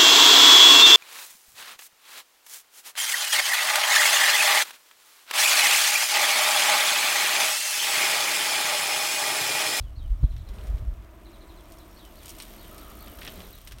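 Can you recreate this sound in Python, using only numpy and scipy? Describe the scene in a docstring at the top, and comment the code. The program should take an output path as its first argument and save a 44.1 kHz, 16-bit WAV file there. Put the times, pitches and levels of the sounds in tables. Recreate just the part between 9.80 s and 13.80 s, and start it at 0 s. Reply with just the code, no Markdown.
"""Mountain bike coasting on sand

A bike coasts down a sandy slope, passes close by and rolls up a mound. Its knobbly tyres hum
and crunch grit, the freewheel ticks ever more slowly, and bumps set chain and frame ringing.
Wind buffets the microphone at first; small birds sing far off in the pines."""
import sys
import numpy as np
from scipy import signal
from scipy.fft import rfft, irfft
from scipy.io import wavfile
from scipy.ndimage import uniform_filter1d

SR = 44100
rng = np.random.default_rng(int(sys.argv[2]) if len(sys.argv) > 2 else 0)


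def wav_record(signal):
    """Record a signal, one row per channel, as 16-bit PCM in the file named by sys.argv[1]."""
    frames = np.transpose(np.atleast_2d(signal))
    bounded = np.clip(frames, -1, 1)
    # unit amplitude maps onto the largest positive 16-bit level
    quanta = np.round(bounded * 32767).astype(np.int16)
    wavfile.write(sys.argv[1], SR, quanta)


N = 176400
TIME = np.arange(N) / SR


def from_db(db):
    return 10 ** (np.asarray(db) / 20)


def rms_one(x):
    return x / np.sqrt(np.mean(x ** 2) + 1e-20)


def curve(rows):
    """Linear interpolation in time."""
    return np.interp(TIME, *np.transpose(rows))


def colour(x, spectrum):
    """Minimum-phase filtering, normalised so that white noise keeps its power."""
    hz, db = np.transpose(spectrum)
    log_f = np.log(np.fft.rfftfreq(2 * N, 1 / SR) + 1)
    outside = np.maximum(np.log(hz[0]) - log_f, 0) + np.maximum(log_f - np.log(hz[-1]), 0)
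    gain = rms_one(from_db(np.interp(log_f, np.log(hz), db) - 20 * outside))
    cepstrum = irfft(np.log(gain))
    cepstrum[1:N] *= 2  # folding the cepstrum makes the filter causal
    cepstrum[N + 1:] = 0
    return irfft(rfft(x, 2 * N) * np.exp(rfft(cepstrum)))[:N]


def noise(spectrum):
    """Filtered Gaussian noise, rms 1."""
    return rms_one(colour(rng.standard_normal(N), spectrum))


def drift(hz):
    """Low-pass random fluctuation, rms 1."""
    lowpass = signal.butter(2, hz, fs=SR, output="sos")
    return rms_one(signal.sosfilt(lowpass, rng.standard_normal(N + SR))[SR:])


def narrow_noise(hz, half_width_hz):
    """Random quadrature modulation broadens a tone into a band, rms 1."""
    phase = 2 * np.pi * np.cumsum(hz * np.ones(N)) / SR
    return rms_one(drift(half_width_hz) * np.cos(phase) + drift(half_width_hz) * np.sin(phase))


def grains(spectrum, per_s, spread_db=8):
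    """Shot noise: independent cracks of uneven size, rms 1."""
    sizes = from_db(spread_db * np.minimum(rng.exponential(1, N), 4)) * rng.choice([-1, 1], N)
    return rms_one(colour(sizes * (rng.random(N) < per_s / SR), spectrum))


def bursts(times, db, rise_s, t60, tail_db, tail_t60):
    """Double-slope decay: impacts add in energy, each a crack of noise with a weaker, longer tail."""
    energy = np.zeros(N)
    np.add.at(energy, np.clip((times * SR).astype(int), 0, N - 1), from_db(db) ** 2)
    rise = np.exp(-1 / (rise_s * SR))
    energy = signal.lfilter([1 - rise], [1, -rise], energy + 1e-18)
    poles = [np.exp(-2 * np.log(1000) / (t * SR)) for t in (t60, tail_t60)]
    crack, tail = (signal.lfilter([1], [1, -pole], energy) for pole in poles)
    return np.sqrt(crack + from_db(tail_db) ** 2 * tail) * rng.standard_normal(N)


# Air in the trees: f/Hz, relative spectral density/dB
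AIR_SPECTRUM = [(100, -9.5), (300, 2.5), (450, -11), (700, -5.5), (1200, -6), (2300, -29), (3200, -23),
                (6000, -46.5), (15000, -27)]
def air(level_db=-64):
    """Stationary broadband noise: distant air moving in the trees."""
    return from_db(level_db) * noise(AIR_SPECTRUM)


# Short falling chips and longer slurs: onset t/s, relative level/dB
CHIPS = [(.43, -54), (.5, -57), (.58, -56), (.665, -55), (1.45, -55), (1.525, -54), (1.605, -55),
         (1.685, -54), (1.765, -54), (1.99, -56), (3.55, -53), (3.625, -53), (3.725, -52)]
SLURS = [(-.02, -60), (.155, -58), (2.16, -55), (2.36, -55), (2.78, -52.5), (2.98, -57), (3.195, -52.5)]
# Contour of each note: t/s from onset, f/Hz, relative level/dB
CHIP_SHAPE = [(0, 4400, -15), (.008, 4200, 0), (.025, 3500, 0), (.04, 3000, -14)]
SLUR_SHAPE = [(0, 4300, -5.5), (.012, 4300, 4), (0.028, 4830, -4), (.034, 4000, 1.5), (.06, 3300, -1),
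              (0.111, 2870, -4), (.15, 2830, -9)]
def birds(gain_db=-5.5, flutter_db=2.5, echo_db=.5, echo_t60=.25):
    """Frequency-modulated glides reverberate by scattering among the trees."""
    song = np.zeros(N)
    warble = 1 + .02 * drift(hz=260)
    for notes, shape in ((CHIPS, CHIP_SHAPE), (SLURS, SLUR_SHAPE)):
        times, hz, db = np.transpose(shape)
        for onset, level_db in notes:
            age = TIME - onset
            pitch = np.interp(age, times, hz) * warble
            envelope = (age > 0) * (age < times[-1]) * from_db(level_db + np.interp(age, times, db))
            song += envelope * np.sin(2 * np.pi * np.cumsum(pitch) / SR)
    song *= from_db(flutter_db * drift(hz=74))
    scatter = rng.standard_normal(SR) * np.exp(-np.log(1000) * TIME[:SR] / echo_t60)
    echo = signal.fftconvolve(song, scatter / np.linalg.norm(scatter))[:N]
    return from_db(gain_db) * (song + from_db(echo_db) * echo)


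# Wind rumble: t/s, level/dB
WIND_LEVEL = [(0, -27.5), (.12, -41), (.22, -31), (.4, -33), (.55, -30), (.66, -37), (.85, -35),
              (.95, -30.5), (1.12, -33), (1.28, -48.5), (1.7, -47.5), (2.1, -50.5), (2.8, -48.5),
              (3.1, -47), (3.6, -46.5), (3.82, -50), (4, -41.5)]
# f/Hz, relative spectral density/dB
WIND_SPECTRUM = [(12, -22.5), (24, -7.5), (36, 1.5), (55, -0.5), (80, -10.5), (115, -12.5), (160, -32.5),
                 (185, -40), (225, -30), (290, -45), (600, -74.5)]
# Single eddies: centre t/s, envelope peak level/dB, f/Hz, 1/e half-length/s
EDDIES = [(.316, -15.5, 42, 0.018), (.446, -8, 51.3, 0.014), (.4385, -15.5, 123, 0.0077),
          (0.905, -19.5, 56.16, 0.011), (0.947, -20, 65.6, 0.0064), (1.088, -21, 59.4, 0.014)]
def wind():
    """Turbulent pressure: a low rumble, and eddies that push and then pull on the microphone."""
    eddies = sum(from_db(db) * np.exp(-((TIME - t) / half) ** 2) * np.sin(2 * np.pi * hz * (t - TIME))
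                 for t, db, hz, half in EDDIES)
    rumble = noise(WIND_SPECTRUM)
    running_rms = np.sqrt(uniform_filter1d(rumble ** 2, size=6000))
    return from_db(curve(WIND_LEVEL)) * rumble / running_rms + eddies


# Dull puff: f/Hz, relative spectral density/dB
PUFF_SPECTRUM = [(130, -6), (180, -12.5), (225, 1.5), (300, -13.5), (420, -20), (750, -32), (1300, -38)]
def puff(onset_s=.434, level_db=-24.5, t60=.041):
    """The strongest eddy breaks up into exponentially decaying noise."""
    age = np.maximum(TIME - onset_s, 0)
    envelope = (age > 0) * np.exp(-np.log(1000) * age / t60)
    return from_db(level_db) * colour(envelope * rng.standard_normal(N), PUFF_SPECTRUM)


# Brake rub: t/s, level/dB
BRAKE_LEVEL = [(2.87, -83), (2.91, -55.5), (3.2, -57.5), (3.4, -62), (3.55, -72)]
def brake(flicker_db=2):
    """Sliding friction: a light, uneven narrow-band note as the bike nears the mound."""
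    envelope = from_db(curve(BRAKE_LEVEL) + flicker_db * drift(hz=36))
    return envelope * narrow_noise(hz=1254, half_width_hz=85)


# Displaced sand: t/s, level/dB
SWOOSH_LEVEL = [(.55, -80), (.68, -52.5), (.85, -52.5), (1.0, -53), (1.3, -92), (2.2, -74), (2.7, -57),
                (3.3, -62), (3.6, -49.5), (3.7, -55), (3.82, -90)]
# f/Hz, relative spectral density/dB
SWOOSH_SPECTRUM = [(120, -15.5), (190, 5.5), (300, -7), (400, 0), (560, -6), (900, -12), (1300, -17.5),
                   (2000, -20)]
def swoosh():
    """Granular flow: the tyres push sand aside where pressed hard, in the dip and up the mound."""
    return from_db(curve(SWOOSH_LEVEL)) * noise(SWOOSH_SPECTRUM)


# Tyre scrape: t/s, level/dB
SCRAPE_LEVEL = [(3.38, -78), (3.39, -54), (3.425, -46.5), (3.46, -50), (3.5, -58), (3.55, -75)]
# f/Hz, relative spectral density/dB
SCRAPE_SPECTRUM = [(800, -12), (1700, 3), (3000, 1.5), (4200, -9), (7000, -22)]
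def scrape():
    """Granular friction: dense cracks as a tyre scrapes into the foot of the mound."""
    return from_db(curve(SCRAPE_LEVEL)) * grains(SCRAPE_SPECTRUM, per_s=1300)


# Grit under the tyres: t/s, relative level/dB
GRIT_LEVEL = [(0.0, -61), (0.12, -65.5), (0.22, -63.5), (0.51, -62), (0.67, -61.5), (0.86, -55),
              (1.05, -62.5), (1.32, -63.5), (1.59, -60), (2.27, -57), (2.6, -50), (2.85, -52.5),
              (3.38, -53), (3.53, -49), (4.0, -58.5)]
# f/Hz, relative spectral density/dB
GRIT_SPECTRUM = [(900, -19), (1800, 1), (2500, 1), (3200, 4.5), (4200, 0.5), (5000, -1.5), (5700, -1),
                 (7400, -3.5), (9000, -2.5), (10400, -6.5), (12000, -2), (15500, -6.5)]
def grit(hiss_db=-4, cracks_db=-9.5):
    """Superposed contacts: fine sand merges into a hiss, while single grains crack above it."""
    hiss = from_db(hiss_db) * noise(GRIT_SPECTRUM)
    cracks = from_db(cracks_db) * grains(GRIT_SPECTRUM, per_s=900)
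    return from_db(curve(GRIT_LEVEL)) * (hiss + cracks)


# Tyre roar: t/s, relative level/dB
ROAR_LEVEL = [(0, -62.5), (.58, -61.5), (.7, -58), (.84, -53.5), (1.06, -58), (1.5, -56.5), (2.4, -56),
              (2.94, -53.5), (3.35, -52.5), (3.62, -52.5), (3.78, -60.5), (4, -59.5)]
# f/Hz, relative spectral density/dB
ROAR_SPECTRUM = [(90, -8), (170, 7), (280, 4), (400, 4), (480, -2.5), (650, 6.5), (830, -5.5), (1150, -1),
                 (1600, -7), (2500, -9.5), (5000, -48.5)]
def tyre_roar(gain_db=1.5, flicker_db=.6):
    """Rolling contact with the ground radiates dull, slightly flickering noise."""
    return from_db(curve(ROAR_LEVEL) + gain_db + flicker_db * drift(hz=25)) * noise(ROAR_SPECTRUM)


# Tick rate, proportional to rear wheel speed: t/s, f/Hz
TICK_RATE = [(0, 60), (1.3, 62), (2.6, 61.5), (3.0, 59.5), (3.2, 54.5), (3.66, 54), (3.73, 45), (3.77, 31),
             (3.85, 30), (3.92, 23)]
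# Pawl impacts: t/s, level/dB
TICK_LEVEL = [(0, -83), (1.1, -64), (1.7, -60), (2.2, -53), (2.6, -47), (3.0, -45), (3.4, -42.5),
              (3.7, -45.5), (3.92, -46), (3.97, -70)]
# Hub resonances: f/Hz, relative gain/dB
HUB_RESPONSE = [(3000, -19.5), (6000, -12), (8000, -5), (9200, 9), (10400, -7), (11300, 3.5), (12800, 12.5),
                (14000, 11), (15000, -0.5), (15900, 8.5)]
def freewheel(one_tick_at_s=3.815, spread_db=1.5):
    """Periodic impact excitation: the pawls drop into tooth after tooth and ring the hub."""
    teeth = np.cumsum(curve(TICK_RATE)) / SR
    teeth -= teeth[int(one_tick_at_s * SR)]
    drops = np.flatnonzero(np.diff(np.floor(teeth)))
    db = curve(TICK_LEVEL)[drops] + spread_db * rng.standard_normal(len(drops))
    ticks = bursts(drops / SR, db, rise_s=.0012, t60=.017, tail_db=-14.5, tail_t60=.08)
    return colour(ticks, HUB_RESPONSE)


# Tread hum: t/s, relative level/dB
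HUM_LEVEL = [(0, -73), (1.1, -67.5), (1.4, -59.5), (1.9, -57.5), (2.4, -60.5), (3.3, -61.5), (3.6, -68),
             (3.8, -65)]
# Harmonic number, relative level/dB, half-width/Hz
HUM_PARTIALS = [(1, 0.5, 20.7), (2, -6.5, 36.4), (3, -6.5, 67)]
def tread_hum(knobs_per_tick=5.3):
    """Periodic forcing: tread knobs meet the ground, giving harmonics that follow the wheel speed."""
    knob_hz = knobs_per_tick * curve(TICK_RATE)
    partials = sum(from_db(db) * narrow_noise(k * knob_hz, width) for k, db, width in HUM_PARTIALS)
    return from_db(curve(HUM_LEVEL)) * partials


# Chain slaps and kicked stones: t/s, frame level/dB, link level/dB
KNOCKS = [(.523, -50, -64), (0.565, -43.5, -63), (.689, -42.5, -49), (.736, -47.5, -53), (.785, -45, -59),
          (0.811, -47.5, -55), (0.87, -44.5, -48.5), (.98, -47, -77), (1.901, -61, -53), (1.921, -62, -43),
          (1.986, -56, -46.5), (2.251, -62, -44.5), (2.431, -59, -41.5), (2.458, -50, -36),
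          (2.481, -48, -36.5), (2.493, -56, -33), (2.503, -49, -35.5), (2.55, -54, -46), (2.585, -51, -38),
          (2.601, -31, -35.5), (2.622, -50, -33.5), (2.981, -52, -39.5), (3.273, -40.5, -50),
          (3.387, -40, -47), (3.414, -40, -49), (3.422, -41, -47), (3.432, -35.5, -50), (3.45, -37, -39.5),
          (3.476, -26.5, -58), (3.604, -38, -49), (3.873, -35, -45), (3.875, -44.5, -38), (3.911, -39, -49),
          (3.921, -35.5, -40), (3.985, -43.5, -47)]
# Resonances of the frame and of the chain links: f/Hz, relative gain/dB
FRAME_RESPONSE = [(500, 1), (1000, 2.5), (1700, 4), (2300, 3.5), (3050, 8.5), (3900, 6), (5000, 0),
                  (5600, 2.5), (6800, -11.5), (12000, -22)]
LINK_RESPONSE = [(3000, -9.5), (5600, -7.5), (7500, -11), (8500, -5), (9300, -5), (10400, -13), (11800, -8),
                 (12900, -8), (15500, -14)]
def rattles():
    """Impact excitation: each knock rings both frame and links, in its own proportion."""
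    times, frame_db, links_db = np.transpose(KNOCKS)
    sound = np.zeros(N)
    for db, response in ((frame_db, FRAME_RESPONSE), (links_db, LINK_RESPONSE)):
        cracks = bursts(times, db, rise_s=.0002, t60=.0046, tail_db=-9.5, tail_t60=.076)
        sound += colour(cracks, response)
    return sound


# Modes of chain and spokes: f/Hz, relative level/dB, T60/s
STEEL_MODES = [(2273, -9.5, 0.061), (2930, -10, 0.1), (3330, -10.5, 0.054), (5530, -3.5, 0.075),
               (5700, -16, 0.095), (6900, -5, 0.053), (8090, 1, 0.025), (8860, -1, 0.039),
               (9220, -2, 0.043), (12140, -12.5, 0.066), (12200, -6, .05)]
# Random light touches: t/s, relative level/dB
JINGLE_LEVEL = [(0, -56), (.8, -47), (1.1, -53), (2, -46), (3, -41), (4, -47)]
def pings(gain_db=-15, spread_db=4, jingles_per_s=9):
    """Damped free vibration: small steel parts ring on after each knock and also jingle at random."""
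    times, _, links_db = np.transpose(KNOCKS)
    jingle = from_db(curve(JINGLE_LEVEL))
    sound = np.zeros(N)
    for hz, db, t60 in STEEL_MODES:
        strikes = (rng.random(N) < jingles_per_s / SR) * jingle
        strikes[np.clip((times * SR).astype(int), 0, N - 1)] = from_db(links_db)
        strikes *= from_db(gain_db + db + spread_db * np.clip(rng.standard_normal(N), -2, 1))
        radius = np.exp(-np.log(1000) / (t60 * SR))
        angle = 2 * np.pi * hz / SR
        feedback = [1, -2 * radius * np.cos(angle), radius ** 2]
        sound += signal.lfilter([0, np.sin(angle)], feedback, strikes + 1e-18)
    return sound


def scene():
    """Linear superposition of bike, wind and woods at one microphone."""
    tyres = tyre_roar() + tread_hum() + grit() + scrape() + swoosh()
    bike = tyres + freewheel() + brake() + rattles() + pings()
    return (bike + wind() + puff() + birds() + air())[None]


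def record(dry):
    """Band limiting: a steep elliptic low-pass removes the highest treble."""
    cutoff_hz = 15900
    return signal.sosfilt(signal.ellip(16, .1, 80, cutoff_hz, fs=SR, output="sos"), dry)


dry = scene()
out = record(dry)
wav_record(out)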